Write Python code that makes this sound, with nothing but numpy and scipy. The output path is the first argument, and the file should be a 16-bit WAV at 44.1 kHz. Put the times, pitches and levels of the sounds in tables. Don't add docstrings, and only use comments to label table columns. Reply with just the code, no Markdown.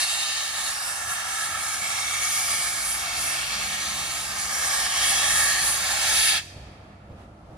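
import sys
import numpy as np
from scipy import signal
from scipy.fft import rfft, irfft
from scipy.io import wavfile
from scipy.ndimage import uniform_filter1d

SR = 44100
rng = np.random.default_rng(int(sys.argv[2]) if len(sys.argv) > 2 else 0)


def transcribe(u):
    v = np.clip(np.atleast_2d(u).T, -1, 1)
    q = np.round(v * 32767).astype(np.int16)
    wavfile.write(sys.argv[1], SR, q)


N = 333836
TIME, FREQ = np.arange(N) / SR, np.fft.rfftfreq(N, 1 / SR)
FRAME, HOP = 1024, 256
HISS_BAND_HZ = (2700, 6000)

# frequency in Hz, relative density in dB per Hz.
JET_COLOUR = [(200, -29.5), (420, -23), (760, -3), (1300, -1.9), (1750, -0.5), (2600, -1), (3400, 0.63),
              (5000, -1), (6500, -0.5), (8100, 1.5), (9200, 0.5), (10300, -1.3), (12500, -12),
              (15000, -14.5)]


def undb(db):
    return 10 ** (np.asarray(db) / 20)


def over_time(table, t=TIME):
    s, *columns = np.transpose(table)
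    return [np.interp(t, s, c) for c in columns]


def over_pitch(table, hz=FREQ):
    points, *columns = np.transpose(table)
    return [np.interp(np.log(hz + 1), np.log(points), c) for c in columns]


def bell(x, centre, width):
    return np.exp(-.5 * ((x - centre) / width) ** 2)


def ramp(t, start, length):
    return np.clip((t - start) / length, 0, 1)


def walk(t, rate):
    return np.interp(t * rate, np.arange(2048), rng.standard_normal(2048))


def noise(colour, band=(0, SR)):
    spectrum = rfft(rng.standard_normal(N)) * undb(over_pitch(colour)[0])
    in_band = (FREQ > band[0]) * (FREQ < band[1])
    return spectrum / np.std(irfft(spectrum * in_band, N))


def diffuse(colour, wide_hz, band=(0, SR)):
    side = noise(colour, band) * np.minimum(FREQ / wide_hz, 1)
    return irfft(noise(colour, band) + side * np.array([[1], [-1]]), N)


def effort_db():
    idle_db, work_db, work_up_s = -58, -48, 3.9
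    ease_s, ease_ramp_s, ease_db = 5.7, 0.37, -0.9
    working = idle_db + (work_db - idle_db) * ramp(TIME, 0, work_up_s)
    return working + ease_db * ramp(TIME, ease_s, ease_ramp_s)


def hum(waver, throb_db):
    # frequency in Hz, level in dB relative to the engine.
    hum_tones = [(199, -18), (321, -19.5)]
    total = 0
    for hz, db in hum_tones:
        phase = 2 * np.pi * np.cumsum(hz * (1 + waver * walk(TIME, 4))) / SR
        total = total + np.sin(phase) * undb(effort_db() + db + throb_db * walk(TIME, 5))
    return np.sqrt(2) * total


def drone(waver, throb_db, count):
    # time in seconds, frequency in Hz.
    drone_pitch = [(0, 40.9), (1, 42.15), (1.5, 44.9), (2.1, 47.67), (2.45, 49.8), (2.75, 52.64),
                   (3, 58.05), (3.3, 62.35), (3.55, 67.4), (4.1, 66), (4.6, 66.6), (5.0, 46.96),
                   (5.3, 41.25), (5.75, 41.23), (6.2, 44.1), (6.55, 46.7), (6.9, 49.3), (7.55, 52.5)]
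    # time in seconds, level in dB relative to the engine.
    drone_level = [(0, 2), (.7, -6.5), (1.5, 1.5), (2.4, 3), (3.3, 3), (4.4, -1), (4.8, -12), (5.15, -1),
                   (5.35, 2), (5.7, 0.5), (5.95, -2), (6.25, 1), (6.5, 3), (6.8, -0.5), (7.2, -2),
                   (7.55, -0.5)]
    # centre in Hz, half-width in Hz, peak in dB before the drone level is added.
    booms = [(54.6, 2.2, -6.5), (83.6, 1.9, -2), (96, 4, -3), (129.2, 4.5, -8), (161, 3.2, -15.5),
             (202, 3.4, -8.5), (313.5, 15.4, -13.5)]
    hz = over_time(drone_pitch)[0]
    phase = 2 * np.pi * np.cumsum(hz * (1 + waver * walk(TIME, 14))) / SR

    def boom(f):
        power = sum(undb(db) ** 2 / (1 + ((f - centre) / width) ** 2) for centre, width, db in booms)
        return np.sqrt(power)

    tone = sum(boom(k * hz) * np.sin(k * phase) for k in range(1, count + 1))
    level_db = effort_db() + over_time(drone_level)[0] + throb_db * walk(TIME, 3.7)
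    return np.sqrt(2) * tone * undb(level_db)


def rumble(level_db, throb_db, wide_hz):
    # frequency in Hz, relative density in dB per Hz.
    rumble_colour = [(22, -34), (38, -19.5), (54, 2.5), (107, -5.5), (200, -8.5), (430, -17), (700, -11.5),
                     (1030, -21.5), (1360, -19), (1550, -30), (3000, -36), (8500, -47), (10300, -45.5),
                     (15000, -70)]
    roar = diffuse(rumble_colour, wide_hz, (35, 400))
    return roar * undb(effort_db() + level_db + throb_db * walk(TIME, 11))


def puffs(table, colour, wide_hz):
    envelope = sum(undb(db) * bell(TIME, s, length) for s, db, length in table)
    return envelope * diffuse(colour, wide_hz)


def trees(x):
    # frequency in Hz, level in dB relative to the hiss, 60 dB decay in seconds.
    tree_decay = [(500, -19, 3.4), (1300, -24.5, 4.2), (2320, -20.5, 2.4), (3600, -23, 1.65),
                  (5500, -16.5, 1.06), (10300, -23.5, 0.86), (15000, -23, .9)]
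    # lag in seconds, spread in seconds, change in dB.
    uneven_echo = [(.12, 0.018, 5), (.22, 0.018, -4), (.42, .05, -0.5)]
    hz, t, frames = signal.stft(rng.standard_normal((2, 2 * SR)), SR, nperseg=FRAME)
    db, t60 = (c[:, None] for c in over_pitch(tree_decay, hz))
    decay = np.log(1000) / t60
    db = db + sum(change_db * bell(t, lag, spread) for lag, spread, change_db in uneven_echo)
    fading = np.exp(-decay * t) * np.sqrt(2 * decay / SR)
    echoes = signal.istft(frames * undb(db) * fading, SR, nperseg=FRAME)[1]
    return signal.fftconvolve(x, echoes, axes=1)[:, :N]


def scatter(source, t60, coherent, drift_per_s):
    # frequency in Hz, level in dB relative to the source hiss.
    scatter_level = [(500, -12.5), (1200, -4), (2500, -2.5), (4000, -4), (6200, 0.5), (8500, -6),
                     (12000, -15.5)]
    echoes = rng.standard_normal((3, 2, SR // 8)) * undb(-60 * TIME[:SR // 8] / t60)
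    echoes = echoes / np.linalg.norm(echoes, axis=-1, keepdims=True)
    weights = np.array([walk(TIME, drift_per_s) for _ in echoes])
    weights = weights / np.linalg.norm(weights, axis=0)
    hiss = [irfft(source, N)]
    rippled = rfft(sum(w * signal.oaconvolve(hiss, e, axes=1)[:, :N] for w, e in zip(weights, echoes)))
    blurred = np.array([noise(JET_COLOUR, HISS_BAND_HZ) for _ in range(2)])
    share = np.clip(coherent, 0, 1)
    return undb(over_pitch(scatter_level)[0]) * (np.sqrt(share) * rippled + np.sqrt(1 - share) * blurred)


def valve_db(t):
    flow_db = -33
    open_s, open_ramp_s, open_db = 4.41, 0.31, 5
    sag_s, sag_db_per_s = 6.215, 15
    # centre in seconds, change in dB, spread in seconds.
    dips = [(3.03, 1, 0.045), (4.26, -1.5, 0.071), (4.87, -2.5, 0.034), (5.862, -1.5, 0.056)]
    flow = flow_db + open_db * ramp(t, open_s, open_ramp_s) - sag_db_per_s * np.maximum(t - sag_s, 0)
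    return flow + sum(db * bell(t, s, length) for s, db, length in dips)


def sizzle_db(hz, t, gust_db):
    sizzle_hz, width_hz = 10600, 2470
    dull_s, dull_db_per_s = 6.3, 79.5
    # centre in seconds, rise in dB, spread in seconds, centre in Hz.
    surge_rows = [(0.1, 6, 0.12, 10400), (1.12, 6, 0.04, 11500), (1.484, 1.5, 0.11, 12800),
                  (2.352, 10, 0.099, 11500), (2.659, 8.5, 0.11, 10300), (2.913, 7.5, 0.054, 10900),
                  (3.258, 7.5, 0.059, 10200), (3.688, 3.5, 0.048, 10850), (4.415, 7.5, 0.03, 9900),
                  (4.68, 1, 0.063, 10800), (5.078, 6.5, 0.045, 11500), (5.362, 6, 0.098, 10500),
                  (5.717, 6.5, 0.07, 11300), (6.233, 8.5, 0.098, 10970)]
    surges = sum(db * np.outer(bell(hz, f, width_hz), bell(t, s, length)) for s, db, length, f in surge_rows)
    gusts = gust_db * walk(t, 9) - dull_db_per_s * np.maximum(t - dull_s, 0)
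    return surges + np.outer(bell(hz, sizzle_hz, width_hz), gusts)


def rings_db(hz, t):
    # centre in seconds, spread in seconds, frequency in Hz,
    # width in Hz, glide in Hz per second, change in dB before the draw.
    ring_rows = [(.05, 0.2, 7000, 1510, -3, 2.5), (.25, 0.34, 4200, 563, 0, 8.5),
                 (.6, .25, 2930, 90, -100, 6), (.6, 0.46, 3260, 70, -100, -5),
                 (1.08, 0.15, 4150, 200, 300, -4.5), (1.25, 0.22, 2680, 129, 0, -4.5),
                 (1.38, 0.24, 1326, 45, -79.5, 11.5), (1.42, 0.48, 1645, 70, -170, 5),
                 (2.15, 0.4, 1290, 50, -70, 5.5), (2.25, 0.6, 2249, 100.4, 30, 8),
                 (2.28, 0.15, 6600, 400, 0, 4.5), (3.1, .5, 3330, 140, 0, 3), (3.45, .25, 2560, 160, 0, 4),
                 (3.7, .22, 4324, 221.4, 0, 3.5), (3.848, 0.22, 5300, 350, 0, -5),
                 (3.85, 0.21, 3680, 160, 0, 2), (4.68, 0.12, 1712, 109, -0.5, 0),
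                 (4.68, .1, 4080, 200, 0, 6), (4.68, .1, 6000, 450.6, 0, 3),
                 (4.899, 0.16, 3120, 180, -200, 5), (5.38, 0.13, 2580, 90, 0, 6.5),
                 (5.48, 0.13, 1810, 130, 1, 6.5), (5.7, 0.16, 4600, 280, 0, 8),
                 (6.3, .15, 3330, 220, 0, 4.5), (6.3, 0.14, 4670, 200, -4, 5.5), (6.3, .22, 1390, 60, 0, 4),
                 (6.3, 0.16, 1720, 90, 200, 4)]
    # time in seconds, frequency in Hz, change in dB before the draw.
    hollow = [(.9, 2750, 1.5), (1.45, 2150, 1), (1.7, 1880, -15), (2.1, 1790, -4), (2.8, 1660, 0),
              (3.4, 1570, -4), (4.0, 1470, -4.5), (4.7, 1370, -4.5), (5.5, 1290, -1.5), (6.0, 1220, -13),
              (6.4, 1150, -18)]
    hollow_width_hz = 48
    ring_draw = 0.089
    rings = 0
    for s, length, f, width, glide, db in ring_rows:
        rings = rings + db * bell(hz[:, None], f + glide * (t - s), width) * bell(t, s, length)
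    hollow_hz, hollow_db = over_time(hollow, t)
    rings = rings + hollow_db * bell(hz[:, None], hollow_hz, hollow_width_hz)
    nearby_power = uniform_filter1d(undb(rings) ** 2, size=33, axis=0)
    return rings - ring_draw * 10 * np.log10(nearby_power)


def blow(x, flutter_db, shimmer_db, gust_db):
    # time in seconds, level in dB.
    treble = [(0, -31.5), (.25, -32), (1.0, -39), (1.4, -35), (1.65, -35.5), (2.4, -30), (2.9, -35),
              (3.25, -32.5), (3.8, -29), (4.15, -34), (4.45, -34.5), (4.68, -33), (4.87, -29.5),
              (5.05, -25), (5.5, -28.5), (5.9, -32), (6.17, -22.5), (6.35, -22.5)]
    # frequency in Hz, change in dB, share of the treble's fading, 0-1.
    jet_zones = [(1160, -1.13, 0.08), (1700, 0, 0.1), (2200, -1, 0.81), (2940, -1.44, 0.83),
                 (3600, -1, 0.84), (5200, -2.5, 0.64), (7900, -2, 0.15)]
    shut_s, shut_db_per_s = 6.376, 413
    hz, t, frames = signal.stft(x, SR, nperseg=FRAME, noverlap=FRAME - HOP)
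    flow = valve_db(t)
    zone_db, fading = (c[:, None] for c in over_pitch(jet_zones, hz))
    tone = zone_db + fading * (over_time(treble, t)[0] - flow)
    eddies = [(f, *walk(t, 7)) for f in np.geomspace(600, 15000, 40)]
    shimmer = shimmer_db * np.transpose(over_pitch(eddies, hz))
    flutter = flutter_db * walk(t, 35)
    shut = shut_db_per_s * np.maximum(t - shut_s, 0)
    db = flow + tone + sizzle_db(hz, t, gust_db) + rings_db(hz, t) + shimmer + flutter - shut
    return signal.istft(frames * undb(db), SR, nperseg=FRAME, noverlap=FRAME - HOP)[1][:, :N]


def jet():
    # frequency in Hz, lag of the left port in ms,
    # left gain in dB, right gain in dB.
    ports = [(563, 0.014, 3.5, 5.5), (1810, 0.031, 1, -5), (3040, 0.033, -1, -9), (4960, 0.036, -0.5, -1),
             (8750, 0.07, -5, 1), (9900, 0.098, -1.5, -2), (11960, 0.12, 2.5, 2),
             (14100, 0.155, -1.5, -1.5)]
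    # frequency in Hz, left lag in ms, right lag in ms,
    # left gain in dB, right gain in dB.
    wall = [(600, 1.9, 2.25, -27.5, -14), (950, 2.08, 2.084, -2.5, -2.5), (1500, 1.86, 2.053, -11.5, 4),
            (2040, 1.887, 2.012, -14.5, 4.5), (2690, 1.825, 2.08, -14.5, 1), (3420, 1.79, 1.995, -8, -5),
            (4500, 1.794, 1.998, -16.5, -5.5), (5150, 1.81, 1.95, -15, -1), (6100, 2.1, 1.97, -17, -8.5),
            (9200, 1.75, 1.93, -27.5, -13.5)]
    # centre in Hz, width in Hz, change in dB.
    right_port = [(6970, 120, -1.5), (7740, 140, -1.5), (8200, 160, 4), (8980, 300, -3)]
    source = noise(JET_COLOUR, HISS_BAND_HZ)
    port_ms, *port_db = over_pitch(ports)
    left_ms, right_ms, *wall_db = over_pitch(wall)
    turn = -2j * np.pi * FREQ / 1000
    straight = undb(port_db) * np.exp(turn * port_ms * np.array([[1], [0]]))
    reflected = -undb(wall_db) * np.exp(turn * np.array([left_ms, right_ms]))
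    scattered = scatter(source, t60=0.069, coherent=0.65, drift_per_s=2.4)
    left, right = source * (straight + reflected) + scattered
    right = right * undb(sum(db * bell(FREQ, hz, width) for hz, width, db in right_port))
    return blow(irfft([left, right], N), flutter_db=0.91, shimmer_db=1.5, gust_db=2.0)


def scene():
    # centre in seconds,
    # level in dB before the pan, spread in seconds.
    chuffs = [(.85, -57, 0.027), (1.1, -50, 0.029), (5.3, -46, 0.059), (5.64, -53, .04),
              (6.585, -46, 0.056), (7.118, -43, .03), (7.53, -46, 0.044)]
    wisps = [(7.21, -53, 0.036)]
    # frequency in Hz, relative density in dB per Hz.
    chuff_colour = [(40, -4), (100, 5), (250, -11), (700, -7.5), (1400, -46), (3000, -37.5), (9000, -55)]
    wisp_colour = [(300, 11), (1000, 5), (3500, -6), (7000, -17), (10500, -17), (15000, -34)]
    engine_pan_db = -1
    hiss = jet()
    engine = rumble(level_db=-0.43, throb_db=1.5, wide_hz=1250)
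    engine = engine + puffs(chuffs, chuff_colour, wide_hz=1800)
    wisp = puffs(wisps, wisp_colour, wide_hz=1500)
    tones = drone(waver=0.0031, throb_db=1.8, count=8) + hum(waver=.01, throb_db=2.5)
    pan = undb(engine_pan_db / 2 * np.array([[1], [-1]]))
    return hiss + trees(hiss) + pan * (engine + wisp + tones)


def record(dry):
    top_hz = 15200
    return signal.sosfilt(signal.ellip(10, .2, 70, top_hz, fs=SR, output="sos"), dry)


dry = scene()
out = record(dry)
transcribe(out)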